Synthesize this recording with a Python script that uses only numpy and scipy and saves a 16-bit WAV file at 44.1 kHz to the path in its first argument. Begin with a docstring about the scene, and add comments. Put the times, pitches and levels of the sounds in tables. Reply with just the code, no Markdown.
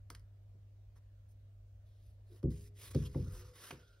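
"""In a quiet room, a small paper book is closed, turned over and laid on a wooden table.
The cover snaps shut, fingers and pages slide with a rustle, and the book drags on the wood.
Its spine and boards land with thumps that make the table top ring.
A mains hum and a low rumble lie underneath. Two microphone openings (ports), close together, listen."""
import sys
import numpy as np
from scipy import signal
from scipy.fft import rfft, irfft
from scipy.io import wavfile
from scipy.ndimage import uniform_filter1d, map_coordinates

SR = 44100
rng = np.random.default_rng(int(sys.argv[2]) if len(sys.argv) > 2 else 0)


def inscribe(sig):
    """Save sig as 16-bit PCM at rate SR to the path in sys.argv[1].

    A 1-D sig is mono; a 2-D sig holds one channel per row.
    Samples are clipped to [-1, 1] before scaling.
    """
    pcm = np.round(np.clip(np.atleast_2d(sig).T, -1, 1) * 32767)
    wavfile.write(sys.argv[1], SR, pcm.astype(np.int16))


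N = 176400
T = np.arange(N) / SR
HZ = np.fft.rfftfreq(N, 1 / SR)

# The book's edges landing; the spot they hit decides which pitches ring most.
# start_s, ring_db, boom_db, swell_s, then one boost_db for each of THUMP_BANDS_HZ
THUMPS = [(.103, -57.5, -61, 0.019, 4, -4, -1.5, 2.5, 6, -1, -6),
          (.541, -64.5, -68, .0041, 4, 1.5, -1, -7, -8, -5, 3),
          (2.43, -28.5, -32.5, 0.016, 2.5, 1, -1.5, 8.5, -4, -2.5, 0.5),
          (2.468, -44, -40.5, 0.0061, 5.5, 1.5, -0.5, -6.5, -22, -18, -16.5),
          (2.946, -26.5, -32.5, 0.006, -5, -2, 1, -2, 0, 0.5, -6),
          (3.012, -44.5, -57, .005, 6, -8, 9, -26, -23, -22, 2),
          (3.148, -30.5, -34.5, 0.012, -1.5, 5, -1, -0.5, -7, -1.5, 0.5),
          (3.184, -43, -42.5, .005, 0, -3, 4, 2.5, -12, -15, -6),
          (3.27, -48.5, -56, 0.0034, -1, 11.5, -6.5, -18, -17, -4, -14),
          (3.713, -51.5, -53.5, 0.016, 1, 4, 0.5, 11, 8, 12, -1)]
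# Where those boosts apply: pitch_hz
THUMP_BANDS_HZ = [64, 91, 170, 370, 455, 520, 700]
# The table top's own notes: pitch_hz, level_db, fade_s (always the time to fall by 60 dB)
TABLE_NOTES = [(64.2, -4.5, 0.54), (91.6, -5.5, 0.45), (134.3, 3, .25), (157.8, -5, 0.31),
               (242.5, -7.5, 0.22), (298, -3, 0.096), (317.6, -8.5, 0.21), (364.4, -7, 0.13),
               (391, -4.5, 0.12), (411, -27.5, 1.0), (462, -8.5, 0.12), (496, -26, .5), (533, -9.5, .11),
               (710, -35.5, 0.18)]
# The dense, dull ring of table and book: pitch_hz, level_db, fade_s
BOOM_TONE = [(26, -35, 0.24), (46, -6.5, 0.32), (65, -11.5, 1), (152, -3, 0.42), (286, -6, 0.17),
             (388, -7, 0.14), (504, -2.5, 0.15), (665, -22.5, 0.098), (1100, -27, 0.056),
             (1740, -55.5, 0.091)]
# Paper edges snapping and tapping:
# start_s, level_db, length_s, treble_db_per_octave, peak_hz, peak_db, body_db, cover_db
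SNAPS = [(0.1011, -46.5, 0.0037, 1.5, 1250, 9.5, -3, -3), (0.1484, -52.5, 0.0042, -2.5, 2010, 3, -21, -27),
         (0.195, -69, .0029, 6, 4500, 6, -1, -15), (2.4283, -63.5, 0.0054, -1, 1200, 9, 1, -12),
         (2.9466, -48.5, 0.0057, 2, 4570, 4.5, 13.5, -6), (3.145, -51, 0.0052, -10, 990, 3.5, 4.5, -5.5),
         (3.707, -43, 0.0067, -6.5, 2580, 10.5, -1.5, -3.5)]
# The tone of a snap: pitch_hz, level_db
SNAP_TONE = [(150, -13), (300, 9.5), (380, -0.5), (490, 1.5), (620, -7), (900, 3.5), (1250, 2), (1850, -1),
             (2200, -3), (2700, -7), (3200, 0.5), (3750, -8.5), (4350, 0), (5500, -1), (7200, -7),
             (11000, -5.5), (16000, -15)]
# The stiff cover's own notes: pitch_hz, level_db, fade_s
COVER_NOTES = [(289, -11.5, 0.057), (507, -8.5, 0.054), (691, -13.5, 0.1), (960, -14, 0.07),
               (1265, -20.5, 0.034), (1610, -15, 0.028), (2070, -7, 0.045)]
# Skin and paper sliding:
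# start_s, rise_s, hold_s, release_s, level_db, body_db, treble_db, peak_hz, peak_db
SLIDES = [(0.949, 0.018, 0.01, 0.018, -72.5, 11.5, -4.5, 930, 8.5),
          (1.278, .02, .015, 0.027, -79.5, -3, 8.5, 5770, 8),
          (1.84, .04, .13, 0.1, -86, -1, -2.5, 3700, 12),
          (1.996, 0.061, 0.013, 0.11, -81.5, -15, -10.5, 11500, 11.5),
          (2.232, 0.13, .01, 0.052, -73, 8.5, 2, 3920, 9.5),
          (2.499, 0.0079, 0.16, 0.036, -68, 0, -2, 7450, 4.5),
          (2.731, 0.12, 0.0044, 0.077, -56, 1, -2, 2235, 3),
          (2.898, 0.018, 0.0033, 0.011, -57.5, 6.5, 0.5, 6200, 6),
          (2.912, 0.032, 0.083, 0.12, -63, 6, -6.5, 6260, 3.5),
          (3.04, 0.022, 0.005, 0.021, -58, -13, -7.5, 3240, 8.5),
          (3.051, 0.13, 0.22, 0.22, -68, 5.5, -5, 5700, 4),
          (3.291, 0.06, 0.017, 0.086, -61, 9.5, 1, 7260, 3.5),
          (3.521, 0.044, 0.023, 0.025, -62.5, 5.5, -6.5, 5550, -0.5),
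          (3.557, 0.096, 0.022, 0.091, -55.5, 2.5, -3.5, 1530, 5),
          (3.679, 0.016, 0.018, 0.18, -67, 6.5, -12, 1520, 4),
          (3.751, 0.065, 0.091, 0.17, -78.5, -5, -10, 3470, 4.5)]
# The tone of sliding paper: pitch_hz, level_db
PAPER_TONE = [(100, -15), (400, 0.5), (560, -3), (740, -15), (1000, -5.5), (1400, -8), (2000, -5),
              (3200, -3.5), (5500, -2), (8000, -4.5), (11500, 0.5), (15500, -7.5)]
# Rubbing on the wood: start_s, rise_s, hold_s, release_s, level_db, pitch_hz, width_hz
DRAGS = [(2.283, 0.042, 0.028, 0.04, -65, 364, 140), (2.78, 0.025, 0.2, 0.067, -55, 93, 23),
         (3.5, 0.14, 0.188, .049, -75, 470, 210), (3.2, 0.095, 0.25, 0.077, -70.5, 497, 30),
         (3.19, 0.076, 0.17, 0.16, -70, 364, 10), (3.117, 0.21, 0.036, 0.32, -73.5, 1300, 450),
         (3.2, 0.067, .12, 0.12, -53.5, 46, 15), (3.747, 0.085, .073, 0.34, -76.5, 1454, 140)]
# How far the wave at the left port runs ahead of the right: pitch_hz, lead_radians
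LEFT_LEAD = [(0, 0), (200, -.1), (600, -.5), (1200, -.5), (1800, 0), (2400, .6), (4100, 1.1), (5000, .3),
             (6100, 1.6), (7250, 3.14), (10300, 6.28), (13450, 9.42), (15800, 12)]
# How much louder the left port is than the right: pitch_hz, level_db
LEFT_BALANCE = [(200, 0.5), (1300, -2), (4400, -1.1), (8000, 0)]
# How long the room echoes: pitch_hz, fade_s
ROOM_FADE = [(100, 0.33), (450, 0.41), (1000, 0.42), (4000, 0.16), (14000, 0.12)]
# The room's rumble and hiss: pitch_hz, level_db
BACKGROUND_TONE = [(20, -20.5), (31, -18.5), (42, 8.5), (70, 2.5), (130, -9.5), (200, -21), (400, -25),
                   (620, -19), (850, -33.5), (1500, -34.5), (3000, -38.5), (6000, -43), (10000, -48.5),
                   (16000, -45.5)]


def table_thumps():
    """Each landing swells into the table's notes and a dull boom; the bass arrives last."""
    out, t = np.zeros(N), T[:SR]
    for start, ring_db, boom_db, swell, *band_db in THUMPS:
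        spot = list(zip(THUMP_BANDS_HZ, band_db))
        ring = sum((-1) ** k * note(t, hz, db + look_up(spot, hz), fade)
                   for k, (hz, db, fade) in enumerate(TABLE_NOTES))
        ring *= 1 - np.exp(-(t / swell) ** 2)
        boom = colour(rng.choice([-1., 1.], 2 * SR), look_up(BOOM_TONE, HZ) + look_up(spot, HZ))
        boom = fade_by_pitch(unit(boom[SR:]), BOOM_TONE, column=2) * np.minimum(t / swell, 1)
        add(out, start, amp(ring_db) * ring + amp(boom_db) * boom)
    # The whole top takes longer to get moving than the spot that is hit.
    lag_s = 0.0058 / (1 + (HZ / 182.5) ** 2) ** 2
    return irfft(rfft(out) * np.exp(-2j * np.pi * np.cumsum(lag_s) * HZ[1]), N)


def paper_snaps():
    """Paper edges slap together, the cover rings briefly, and the pages rustle after."""
    out, t = np.zeros(N), T[:SR // 2]
    rise = np.minimum(t / 0.001, 1)
    tail = amp(-14 - 60 * t / 0.14)
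    cover = sum(note(t, hz, db, fade) for hz, db, fade in COVER_NOTES)
    for start, db, length, tilt, peak_hz, peak_db, body_db, cover_db in SNAPS:
        shape = np.exp(-(t / length) ** 4) + tail
        burst = even_out(shape * rng.choice([-1., 1.], len(t)), bins=120) * rise
        treble = tilt * np.log2(1 + HZ / 1000)
        body = body_db / (1 + (HZ / 1000) ** 4)
        tone = look_up(SNAP_TONE, HZ) + treble + body + peak(peak_hz, peak_db)
        add(out, start, amp(db) * colour(burst[:SR // 3], tone))
        add(out, start, amp(db + cover_db) * cover * rise)
    return out


def paper_slides():
    """Paper fibres catch and slip, making a stream of tiny clicks under each stroke."""
    out = np.zeros(N)
    clicks_per_s, click_share = 2500, 0.47
    clicks = (rng.random(N) < clicks_per_s / SR) * rng.choice([-1, 1], N)
    clicks = clicks * amp(-0.5 * np.minimum(rng.exponential(1, N), 4))
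    rub = np.sqrt(click_share) * unit(clicks) + np.sqrt(1 - click_share) * rng.standard_normal(N)
    rub *= amp(1.27 * wander(rate_hz=75))  # a slight judder
    for start, rise, hold, release, db, body_db, treble_db, peak_hz, peak_db in SLIDES:
        slope = look_up([(1400, body_db), (2800, 0.032), (5000, 0), (10000, treble_db)], HZ)
        tone = look_up(PAPER_TONE, HZ) + slope + peak(peak_hz, peak_db)
        slide = np.roll(rub, rng.integers(N)) * stroke(start, rise, hold, release)
        out += amp(db) * colour(slide, tone)
    return patchy(out, depth_db=2, width_hz=334.6, length_s=.035)


def wood_drags():
    """Fingertips and book rub on the wood, each drag sounding around one pitch."""
    out = np.zeros(N)
    for start, rise, hold, release, db, hz, width in DRAGS:
        rub = irfft(rfft(rng.standard_normal(N)) / (1 + (2 * (HZ - hz) / width) ** 2), N)
        out += amp(db) * unit(rub) * stroke(start, rise, hold, release)
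    return out


def microphone_ports(x):
    """Sound reaches the two ports out of step, then again after bouncing off table and hands."""
    turn = np.exp(.5j * np.interp(HZ, *np.transpose(LEFT_LEAD)))
    direct = irfft(rfft(x) * np.array([turn, turn.conj()]), N)
    fade = np.exp(-T[:SR // 20] / 0.0033)
    bounces = np.array([even_out(rng.standard_normal(len(fade)) * fade, bins=24) for _ in range(2)])
    bounces /= np.linalg.norm(bounces, axis=1, keepdims=True)
    bounces = np.pad(bounces, ((0, 0), (SR // 250, 0)))  # 4 ms late
    midrange = HZ ** 2 / (HZ ** 2 + 670 ** 2) / (1 + (HZ / 5340) ** 2)
    return direct + amp(-8.5) * irfft(rfft(x) * rfft(bounces, N) * midrange, N)


def page_spread(x):
    """A sliding page sounds from a wide area, so each port hears it a little differently."""
    blur = np.array([even_out(rng.standard_normal(SR // 100), bins=6) for _ in range(2)])
    blur /= np.linalg.norm(blur, axis=1, keepdims=True)
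    return amp(-11.5) * signal.fftconvolve(x[None], blur, axes=1)[:, :N]


def room_echo(x):
    """The room adds a short, smooth echo, alike at both ports in the bass."""
    rise = np.minimum(T[:SR] / 0.016, 1)
    left, right = [rfft(fade_by_pitch(rng.standard_normal(SR), ROOM_FADE) * rise, N) for _ in range(2)]
    tails = irfft(share_bass(left, right, below_hz=343), N)[:, :SR]
    return np.array([signal.fftconvolve(x, tail / np.linalg.norm(tail))[:N] for tail in tails])


def room_background():
    """Rumble, mains hum and faint hiss; the rumble and hum drop near the end."""
    left, right = rfft([patchy(noise, depth_db=2.5, width_hz=129.8, length_s=.07)
                        for noise in rng.standard_normal((2, N))])
    spectrum = share_bass(left, right, below_hz=300) * amp(look_up(BACKGROUND_TONE, HZ))
    air = amp(-62.5) * unit(irfft(spectrum, N))
    rumble = irfft(rfft(air) / (1 + (HZ / 200) ** 4), N)
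    hiss = air - rumble
    hum_hz, drop_at_s, drop_db = 100.2, 3.52, -10
    hum = amp(-57.5 + 0.82 * wander(rate_hz=1.3)) * np.sqrt(2) * np.sin(2 * np.pi * hum_hz * T)
    return hiss + (rumble + hum) * amp(drop_db * np.clip((T - drop_at_s) / 0.01, 0, 1))


def amp(db):
    """Turns decibels into a number to multiply by."""
    return 10 ** (np.asarray(db) / 20)


def unit(x):
    """Scales a signal to an average power of 1."""
    return x / np.sqrt(np.mean(x ** 2) + 1e-20)


def look_up(table, hz, column=1):
    """Reads a table at any pitch, blending between its rows."""
    columns = np.transpose(table)
    return np.interp(np.log(hz + 1), np.log(columns[0] + 1), columns[column])


def add(mix, start_s, sound):
    """Adds a sound to the mix at the given time."""
    part = mix[max(round(start_s * SR), 0):][:len(sound)]
    part += sound[:len(part)]


def note(t, hz, db, fade_s):
    """One pure tone dying away."""
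    return amp(db - 60 * t / fade_s) * np.sin(2 * np.pi * hz * t)


def stroke(start, rise, hold, release):
    """A loudness shape that rises smoothly, holds and falls."""
    up = np.clip((T - start) / rise, 0, 1)
    down = np.clip((T - start - rise - hold) / release, 0, 1)
    return np.sin(up * np.pi / 2) ** 2 * np.cos(down * np.pi / 2) ** 2


def peak(hz, db, half_width_octaves=0.29):
    """A broad hump around one pitch, in decibels."""
    return db / (1 + (np.log2((HZ + 1) / hz) / half_width_octaves) ** 2)


def colour(x, tone_db):
    """Gives x a tone, using a filter that never rings before the sound starts."""
    log_gain = np.log(unit(amp(tone_db[::20])) + 1e-6)
    mirrored = np.r_[log_gain, log_gain[-2:0:-1]]
    taps = np.fft.ifft(np.exp(np.conj(signal.hilbert(mirrored)))).real[:4096]
    return signal.fftconvolve(x, taps)[:len(x)]


def fade_by_pitch(x, table, column=1):
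    """Lets each pitch die away at its own speed."""
    hz, t, bands = signal.stft(x, SR, nperseg=512)
    fade_s = look_up(table, hz, column)[:, None]
    return signal.istft(bands * amp(-60 * t / fade_s), SR, nperseg=512)[1][:len(x)]


def even_out(x, bins):
    """Smooths away the chance peaks and dips in a short burst's tone."""
    spectrum = rfft(x)
    power = abs(spectrum) ** 2
    return irfft(spectrum / np.sqrt(uniform_filter1d(power, bins) / np.mean(power) + 1e-9), len(x))


def wander(rate_hz):
    """A smooth random wobble."""
    return unit(irfft(rfft(rng.standard_normal(N)) / (1 + (HZ / rate_hz) ** 4), N))


def patchy(x, depth_db, width_hz, length_s):
    """Makes random patches of pitch and time louder or softer."""
    hz, t, bands = signal.stft(x, SR, nperseg=512)
    grid = np.meshgrid(hz / width_hz, t / length_s, indexing="ij")
    patches = unit(map_coordinates(rng.standard_normal((200, 400)), grid, order=1, mode="wrap"))
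    return signal.istft(bands * amp(depth_db * patches), SR, nperseg=512)[1][:N]


def share_bass(left, right, below_hz):
    """Makes two spectra alike in the bass and leaves them different higher up."""
    shared = 1 / (1 + (HZ / below_hz) ** 2)
    return np.array([left, shared * left + np.sqrt(1 - shared ** 2) * right])


def scene():
    """Mixes the book and table with the room's echo and background."""
    rustle, table = paper_slides(), table_thumps()
    paper = paper_snaps() + rustle + wood_drags()
    near = microphone_ports(paper + table) + page_spread(rustle)
    balance = amp(np.outer([.5, -.5], look_up(LEFT_BALANCE, HZ)))
    near = irfft(rfft(near) * balance, N)
    return near + room_echo(amp(-17.5) * paper + amp(-24.5) * table) + room_background()


def record(dry):
    """Cuts the highest treble, above 15800 Hz."""
    low_pass = signal.firwin(511, 15800, window=("kaiser", 9), fs=SR)
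    return signal.oaconvolve(dry, low_pass[None], "same")


dry = scene()
out = record(dry)
inscribe(out)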